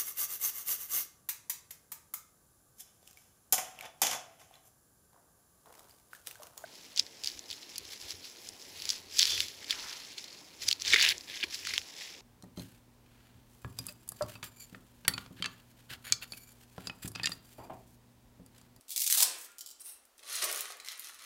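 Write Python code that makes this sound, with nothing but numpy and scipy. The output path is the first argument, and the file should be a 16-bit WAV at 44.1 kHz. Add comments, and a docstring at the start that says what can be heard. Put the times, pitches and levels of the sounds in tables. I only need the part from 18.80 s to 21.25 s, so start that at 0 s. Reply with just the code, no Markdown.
"""Dry spaghetti snaps first: a bundle bent over a pot breaks strand after strand, then stragglers crack.
Each break is a noise click and a dying spray of splinters, high-passed at the strand's lowest note.
The jarred pot rings faintly as beating sines; later the pieces slide in as a hiss of random ticks.
The plastic packet is then gripped: ticks through wandering resonances crinkle, and single creases pop.
A tiled kitchen answers with decaying noise echoes, over a faint steady hush and hum."""
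import sys
import numpy as np
from scipy import signal
from scipy.io import wavfile
from scipy.ndimage import uniform_filter1d, map_coordinates

SR = 44100
rng = np.random.default_rng(int(sys.argv[2]) if len(sys.argv) > 2 else 0)


def wav_out(sig):
    """Save sig, one row per channel (or a flat mono array), as 16-bit PCM at SR to the path in sys.argv[1]."""
    wavfile.write(sys.argv[1], SR, np.round(np.clip(np.atleast_2d(sig).T, -1, 1) * 32767).astype(np.int16))


N = 108045
TIME = np.arange(N) / SR  # s

# Strands breaking. Each row: start in seconds, level in dB, fade time in seconds.
STRAND_BREAKS = [(.010,-47,0.00093),(0.081,-48,0.0086),(0.0922,-39.5,0.0062),(0.1054,-27.5,0.0012),(.113,-37.5,0.025),(0.118,-51,0.0019),
                 (0.1617,-19,0.00078),(0.1687,-22.5,0.0008),(0.1778,-16.5,0.00079),(.1955,-20,.0004),(0.2095,-33,0.00045),(0.202,-26,0.0051),(.217,-23,0.0016),(0.2186,-20.5,0.0028),(0.2372,-23,0.00065),(0.241,-23.5,0.002),
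                 (0.2639,-19,0.0014),(0.267,-24,0.0027),(0.2754,-17.5,0.002),(.300,-18,0.0023),(0.308,-22.5,0.005),(0.317,-26,0.0016),(0.3248,-12,0.0017),(.332,-30,0.005),(0.3408,-19.5,0.001),(.346,-22,0.0065),
                 (0.3723,-19.5,.005),(.381,-18,0.0016),(0.385,-21.5,0.00095),(0.4001,-22.5,0.0032),(.4054,-6.5,0.00022),(.412,-21,0.0039),(.4228,-15.5,0.0013),(0.4252,-13.5,0.0038),(.4305,-14,0.0022),
                 (0.5855,-40.5,0.0014),(.6112,-41.5,0.0039),(0.6451,-46.5,0.003),(.7168,-50,0.0022)]
# Last strands cracking inside the fist; the final two rows are broken pieces tapping.
# Each row: start in seconds, level in dB before FIST_DB is added, fade time in seconds.
LAST_CRACKS_AND_TAPS = [(0.7839,-34.5,0.00064),(0.79,-41.5,0.0022),(0.8083,-32.5,0.0013),(0.814,-40,.0009),(0.8613,-38.5,0.0021),(0.8734,-38,0.00093),(.888,-43,0.0021),(0.9038,-44,0.0015),(.911,-43,0.0027),(0.997,-52,0.0012),(1.0177,-46,0.0014)]
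# Lowest note of a break, falling as the bundle opens. Each row: time in seconds, frequency in Hz.
LOWEST_NOTE = [(.08,2250),(.22,2200),(.29,1820),(.325,1410),(.35,700),(.40,620),(.43,430)]
# Spectrum of breaking pasta. Each row: frequency in Hz, relative level in dB.
PASTA_SPECTRUM = [(200,-24.5),(450,-19.5),(750,-8),(1200,-11.5),(2000,-9),(2800,-6.5),(4600,-1),(7000,-1),(8500,1),(12500,-0.5),(16000,-2)]
# Resonances of pieces held in the fist. Each row: frequency in Hz, width in Hz, level in dB.
STUB_RESONANCES = [(3070,120,7.5),(4090,46,-7),(4830,51,7),(5580,160,9),(7460,910,2)]
# Fine splintering and rubbing of the broken ends. Each row: time in seconds, level in dB.
STRAIN_LEVEL = [(.162,-36.5),(.19,-40),(.29,-44.5),(.31,-32),(.36,-44),(.40,-28),(.435,-39),(.48,-45),(.55,-57.5),(.61,-52),(.66,-51.5),(.69,-110)]
FIST_HZ, FIST_DB = 3320, 2.5  # lowest note and added level of the last cracks and taps
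THUD_DB = -14.5  # gain left below the lowest note
STRAIN_PER_S, SPLINTERS_PER_S, SPLINTER_SPREAD_DB = 2000, 14000, -0.5
CRACK_S, SPRAY_RISE_S = 0.00031, 0.0012  # decay of the click, rise of the splinter spray
CLEAN_BREAK_S = 0.00046  # fade time at which click and spray share the energy equally
GRAIN_S = 0.00013  # decay of one tick

# Dull rustle of the hands as the bundle gives way. Each row: time in seconds, level in dB.
HANDS_LEVEL = [(.28,-94),(.325,-66),(.37,-81),(.41,-85),(.435,-60),(.485,-57.5),(.53,-63.5),(.60,-74),(.68,-103)]
# Spectrum of that rustle. Each row: frequency in Hz, relative level in dB.
HANDS_SPECTRUM = [(40,-27),(110,-20),(200,-10),(330,1.5),(500,5.5),(900,-6),(3000,-22.5),(16000,-43)]

# Broken pieces sliding into the pot. Each row: time in seconds, level in dB.
SLIDE_LEVEL = [(.992,-78),(1.0,-62),(1.007,-48),(1.019,-53.5),(1.026,-71),(1.04,-59),(1.06,-48),(1.088,-47),(1.12,-53.5),(1.17,-64.5),(1.22,-100)]
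# Spectrum of the slide. Each row: frequency in Hz, relative level in dB.
SLIDE_SPECTRUM = [(200,-28),(1000,-10.5),(2000,-13.5),(4000,-8),(5600,-6),(7400,-13),(8200,3),(9500,5.5),(11000,-2),(16000,-3)]
# Resonances of the sliding pieces. Each row: frequency in Hz, width in Hz, level in dB.
SLIDE_RESONANCES = [(2000,56,5),(2690,49,9.5),(4050,45,3),(5600,60,6),(6040,50,3),(6500,60,11.5)]
SLIDE_PER_S, SLIDE_SPREAD_DB = 7800, 0.5

# Film rubbing on pasta. Each row: time in seconds, level of the crinkle in dB,
# level of the packet's hollow body in dB before its low cut.
HANDLING_LEVELS = [(1.37,-76,-82.5),(1.42,-65.5,-71),(1.46,-52,-63),(1.515,-43.5,-60.5),(1.558,-39.5,-61.5),(1.615,-43.5,-56),(1.627,-30,-43.5),(1.65,-46,-44.5),(1.67,-46.5,-57),(1.70,-38,-46.5),(1.72,-49.5,-54.5),(1.79,-45,-52.5),(1.85,-52.5,-67.5),(1.915,-50.5,-67),(1.95,-103,-68.5),(2.05,-63,-62),(2.08,-52,-67),(2.125,-51,-53),(2.16,-63,-70),(2.245,-49,-70),(2.29,-52.5,-64),(2.32,-62.5,-74),(2.45,-57,-55)]
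# Spectrum of the film crinkle. Each row: frequency in Hz, relative level in dB.
FILM_SPECTRUM = [(200,-28.5),(800,-25.5),(1300,-4),(2000,-5.5),(3200,-0.5),(4400,-1.5),(6200,0.5),(7600,-7.5),(9400,0),(10800,-1.5),(12300,-5),(16000,-15.5)]
# Spectrum of the hollow body. Each row: frequency in Hz, relative level in dB.
BODY_SPECTRUM = [(120,-46),(240,-15),(400,5.5),(650,5.5),(900,-5.5),(1220,1),(1600,-6),(2600,-6),(6000,-18),(16000,-15)]
# Resonances of the film. Each row: frequency in Hz, width in Hz, level in dB.
FILM_RESONANCES = [(1190,204,0.5),(1946,290,1.5),(2540,130,-7.5),(4150,85,4.5),(5500,93,-16),(6320,200,-14.5),(9300,340,-5)]
# Lowest note of the packet as the grip shifts. Each row: time in seconds, frequency in Hz.
BODY_LOWEST_NOTE = [(1.4,330),(1.55,500),(1.64,330),(1.92,338),(2.08,1000),(2.45,1110)]
# Creases popping over. Each row: start in seconds, level in dB, pitch in Hz, fade time in seconds.
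CREASE_POPS = [(1.2524,-49.5,12600,0.0012),(1.3793,-52.5,7000,0.0027),(1.392,-49,4000,0.0032),(1.430,-50,2000,0.0024),(1.477,-41,5950,0.0017),(1.526,-35,7000,0.0033),(1.552,-31.5,6900,0.0049),(1.563,-31,6500,0.0023),(1.6392,-26.5,8000,0.0077),
               (1.697,-33.5,1570,0.0021),(1.7132,-27.5,9100,0.0016),(1.726,-25,8900,0.0016),(1.746,-28.5,8000,0.0019),(1.760,-26,7940,0.0011),(1.775,-26.5,8450,0.00098),(1.791,-32,7000,0.0018),(1.808,-21,13700,0.00067),(1.8418,-45.5,970,0.0027),(1.8549,-33,4170,0.0013),(1.902,-42.5,540,0.0028),(1.9217,-35.5,5640,0.001),
               (1.9697,-42,10000,0.00068),(1.9995,-41,4420,0.003),(2.0366,-52,9100,.0006),(2.0474,-37.5,5500,0.0009),(2.061,-39,4500,0.0021),(2.07,-36.5,6500,0.00083),(2.0762,-35.5,2200,0.00087),(2.0855,-26.5,3750,0.0007),(2.130,-39.5,2500,0.0011),(2.1183,-35.5,6200,0.0013),(2.177,-43,8150,0.0016),(2.1948,-32.5,12200,0.0022),(2.245,-37.5,7100,0.0014),(2.2717,-40.5,6000,0.00074),(2.288,-37.5,9100,0.00081),(2.295,-40.5,1660,0.0018),(2.3442,-45,8000,0.0024),(2.392,-47,4200,0.0025)]
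CRINKLES_PER_S, CRINKLE_SPREAD_DB = 1500, 3.5  # rate before the grip scales it
BODY_PER_S, BODY_SPREAD_DB = 3500, 3
LIGHT_GRIP_DB, CROWDING = -50, 1.2  # above a light grip the crinkles crowd together
CREASE_OCTAVES, CREASE_LOW_HZ = 1.14, 438  # breadth of a pop's spectrum, low cut
FLEX_SHARE, FLEX_S = 0.03525, 0.03  # rms pitch change as a fraction, length of each smoothing pass

# Reverberation time of the kitchen. Each row: frequency in Hz, time to fall 60 dB in seconds.
ROOM_T60 = [(250,1),(660,0.4),(1740,0.87),(4600,0.38),(9000,0.3951),(15000,0.1)]
# Spectrum of the reverberant tail. Each row: frequency in Hz, level in dB.
ROOM_SPECTRUM = [(250,-3.5),(1000,1),(4000,-2.5),(9000,-5),(16000,-4)]
NEAR_PER_S, NEAR_SPREAD_DB = 2500, 5
NEAR_DB, NEAR_S, WALL_S = -8.5, 0.011, 0.0022  # level and decay of near echoes, onset of the tail
CYCLE_HZ = 7  # rate at which the echo patterns take turns

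# Faint rings of the jarred pot. Each row: start in seconds, frequency in Hz, level in dB,
# time to fall 60 dB in seconds.
POT_RINGS = [(.426,1440,-63,1.0),(0.688,1404,-63,1)]
POT_BEAT_HZ, POT_BEAT_DB = 7, -14  # spacing and relative level of the second mode

# Spectrum of the steady hush. Each row: frequency in Hz, relative level in dB per Hz.
FLOOR_SPECTRUM = [(15, -16.5), (25, -11.5), (87, -9), (170, -30.5), (223, -6), (641, -5.5), (962, -7.5),
                  (1070, -7.5), (1330, -5), (1610, -12.5), (16000, -16.5)]
FLOOR_DB, HUM_HZ, HUM_DB = -68.5, 67.4, -95
EDGE_HZ = 15800  # upper band limit


def strands():
    """Brittle fracture: strain releases fine splinter ticks, strands crack, and last pieces tap."""
    splintering = grains(STRAIN_PER_S, SPLINTER_SPREAD_DB, N) * level(STRAIN_LEVEL, 1)
    out = colour(splintering, pasta_tone(FIST_HZ))
    for s, db, fade_s in STRAND_BREAKS:
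        low_hz = np.interp(s, *np.transpose(LOWEST_NOTE))
        add(out, s, amp(db) * colour(crack(fade_s), pasta_tone(low_hz)))
    for s, db, fade_s in LAST_CRACKS_AND_TAPS:
        tone = pasta_tone(FIST_HZ, STUB_RESONANCES, order=10)
        add(out, s, amp(db + FIST_DB) * colour(crack(fade_s), tone))
    return out


def crack(fade_s, count=2048):
    """Impulsive energy release: one sharp break, then an exponentially dying spray of splinters."""
    t = np.arange(count) / SR
    spray = grains(SPLINTERS_PER_S, SPLINTER_SPREAD_DB, count)
    spray = spray * np.exp(-t / fade_s) * (1 - np.exp(-t / SPRAY_RISE_S))
    click = rng.standard_normal(count) * np.exp(-t / CRACK_S)
    click_share = 1 / (1 + (fade_s / CLEAN_BREAK_S) ** 2)  # the shortest breaks are mostly click
    click = np.sqrt(click_share) * click / np.linalg.norm(click)
    spray = np.sqrt(1 - click_share) * spray / (np.linalg.norm(spray) + 1e-9)
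    return (click + spray) * np.sqrt(fade_s * SR / 2)  # a longer fade carries more energy


def pasta_tone(low_hz, modes=(), order=18):
    """High-pass radiation: a breaking strand sounds little below its lowest note."""
    def tone(f):
        high_pass = 1 / np.sqrt(1 + (low_hz / (f + 1)) ** order)
        return read(PASTA_SPECTRUM, f) + ring(modes, f) + 20 * np.log10(amp(THUD_DB) + high_pass)
    return tone


def hands():
    """Friction noise: the hands jerk apart with a dull rustle of filtered noise."""
    return colour(rng.standard_normal(N) * level(HANDS_LEVEL, 1), lambda f: read(HANDS_SPECTRUM, f))


def slide():
    """Granular contact noise: pieces hiss over each other and over the rim as dense small impacts."""
    contacts = grains(SLIDE_PER_S, SLIDE_SPREAD_DB, N) * level(SLIDE_LEVEL, 1)
    return colour(contacts, lambda f: read(SLIDE_SPECTRUM, f) + ring(SLIDE_RESONANCES, f))


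def packet():
    """Buckling film: fine crinkle and hollow rustle under the hands, with single creases popping."""
    out = flex(crinkle() + hollow_body())
    for s, db, hz, fade_s in CREASE_POPS:
        add(out, s, amp(db) * colour(crack(fade_s), crease_tone(hz)))
    return out


def crinkle():
    """Random buckling: a firmer grip makes the film's small clicks both louder and more frequent."""
    grip = level(HANDLING_LEVELS, 1)
    per_s = CRINKLES_PER_S * (grip / amp(LIGHT_GRIP_DB) + 0.14) ** CROWDING
    clicks = grains(per_s, CRINKLE_SPREAD_DB, N) * grip
    return colour(clicks, lambda f: read(FILM_SPECTRUM, f) + ring(FILM_RESONANCES, f))


def hollow_body():
    """Cavity radiation: the packet's rustle is cut below a lowest note that shifts with the grip."""
    rustle = grains(BODY_PER_S, BODY_SPREAD_DB, N) * level(HANDLING_LEVELS, 2)
    rustle = colour(rustle, lambda f: read(BODY_SPECTRUM, f) + ring(FILM_RESONANCES, f))
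    hz, when, spectrum = signal.stft(rustle, SR, nperseg=512)
    low_hz = np.interp(when, *np.transpose(BODY_LOWEST_NOTE))
    low_cut = np.sqrt(1 + (low_hz / (hz[:, None] + 1)) ** 6)
    return signal.istft(spectrum / low_cut, SR, nperseg=512)[1][:N]


def crease_tone(hz):
    """Snap-through of a crease: a broad peak at its pitch, on film resonances randomly shifted."""
    stretch = 1 + FLEX_SHARE * rng.standard_normal()

    def tone(f):
        octaves_off = np.log2((f + 1) / hz)
        loss = 1 + (octaves_off / CREASE_OCTAVES) ** 2 + (CREASE_LOW_HZ / (f + 1)) ** 4
        return ring(FILM_RESONANCES, f / stretch) - 20 * np.log10(loss)
    return tone


def flex(x):
    """Varying delay shifts pitch: all the packet's resonances wander together as it is squeezed."""
    width = int(FLEX_S * SR)
    drift = uniform_filter1d(uniform_filter1d(rng.standard_normal(N), width), width)
    lag = FLEX_SHARE * drift / np.std(np.diff(drift))  # samples
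    return map_coordinates(x, [np.arange(N) + lag], order=5, mode="mirror")


def kitchen(x, count=3):
    """Diffuse reverberation: noise echo patterns take turns at a steady rate, keeping the room untuned."""
    out = x.copy()
    for k in range(count):
        # the squared shares add up to a constant, so the total energy sent stays even
        share = np.sqrt(2 / count) * np.cos(np.pi * (CYCLE_HZ * TIME + k / count))
        out += signal.fftconvolve(x * share, echoes())[:N]
    return out


def echoes():
    """Room impulse response: quick reflections from stove and wall, then the tiled room's tail."""
    t = TIME[:SR]
    near = grains(NEAR_PER_S, NEAR_SPREAD_DB, SR) * np.exp(-t / NEAR_S) * (t > .002)
    hz, when, spectrum = signal.stft(rng.standard_normal(SR), SR, nperseg=256)
    t60 = read(ROOM_T60, hz)[:, None]
    decay = amp(read(ROOM_SPECTRUM, hz)[:, None] - 60 * when / t60)
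    unit_energy = np.sqrt(2 * np.log(1000) / (t60 * SR))  # evens out long and short decays
    tail = signal.istft(spectrum * decay * unit_energy, SR, nperseg=256)[1][:SR]
    tail = tail * (1 - np.exp(-(t / WALL_S) ** 2))
    return tail + amp(NEAR_DB) * near / np.linalg.norm(near)


def pot():
    """Beating of close modes: the jarred pot rings faintly as two neighbouring decaying sines."""
    out = np.zeros(N)
    for s, hz, db, t60 in POT_RINGS:
        main = np.sin(2 * np.pi * hz * TIME)
        neighbour = amp(POT_BEAT_DB) * np.sin(2 * np.pi * (hz + POT_BEAT_HZ) * TIME)
        add(out, s, amp(db - 60 * TIME / t60) * (main + neighbour))
    return out


def floor():
    """Stationary noise: the kitchen's faint steady hush, with a low sinusoidal hum."""
    hush = colour(rng.standard_normal(N), lambda f: read(FLOOR_SPECTRUM, f), size=8192)
    return amp(FLOOR_DB) * hush + amp(HUM_DB) * np.sin(2 * np.pi * HUM_HZ * TIME)


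def grains(per_s, spread_db, count, kinds=20):
    """Shot noise: random ticks of uneven size, each of one of a few random colours; overall rms 1."""
    size = amp(spread_db * np.minimum(rng.exponential(1, count), 4)) / np.sqrt(per_s / SR)
    happens = rng.random(count) < per_s / SR
    clicks = size * rng.choice([-1., 1.], count) * happens
    kind = rng.integers(0, kinds, count)
    ticks = rng.standard_normal((kinds, 64)) * np.exp(-TIME[:64] / GRAIN_S)
    x = np.zeros(count)
    for k, tick in enumerate(ticks):
        x += np.convolve(clicks * (kind == k), tick / np.linalg.norm(tick))[:count]
    return x / np.sqrt(np.mean(x ** 2) + 1e-12)


def ring(modes, f):
    """Resonance: a few peaks added to a flat response, in dB."""
    peaks = sum(amp(db) / (1 + (2 * (f - hz) / width) ** 2) for hz, width, db in modes)
    return 20 * np.log10(1 + peaks)


def colour(x, shape, size=2048):
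    """Minimum-phase filtering at unit energy; shape gives relative dB for each frequency."""
    gain = amp(np.maximum(shape(abs(np.fft.fftfreq(size, 1 / SR))), -90))
    # the Hilbert transform of the log gain gives the phase of a causal filter
    response = np.exp(np.conj(signal.hilbert(np.log(gain))))
    taps = np.fft.ifft(response).real[:size // 2]
    return signal.fftconvolve(x, taps / np.linalg.norm(taps))[:len(x)]


def level(rows, column):
    """Envelope: gain interpolated in dB along a level curve, at -120 dB before it starts."""
    rows = np.array(rows)
    return amp(np.interp(TIME, rows[:, 0], rows[:, column], left=-120))


def read(points, hz):
    """Logarithmic pitch scale: interpolates a table over log frequency."""
    f, value = np.transpose(points)
    return np.interp(np.log(hz + 1), np.log(f + 1), value)


def amp(db):
    """Decibel law: level in dB to amplitude gain."""
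    return 10 ** (np.asarray(db) / 20)


def add(mix, s, sound):
    """Superposition: adds a sound to the mix, in place, from time s in seconds."""
    part = mix[max(round(s * SR), 0):][:len(sound)]
    part += sound[:len(part)]


def scene():
    """Superposition: the handled sources excite the room, while pot and floor are added directly."""
    handled = strands() + hands() + slide() + packet()
    return (kitchen(handled) + pot() + floor())[None]


def record(dry):
    """Band limitation: a linear-phase low-pass removes the highest treble."""
    low_pass = signal.firwin(301, EDGE_HZ, window=("kaiser", 8), fs=SR)
    return signal.oaconvolve(dry, low_pass[None], "same")


dry = scene()
out = record(dry)
wav_out(out)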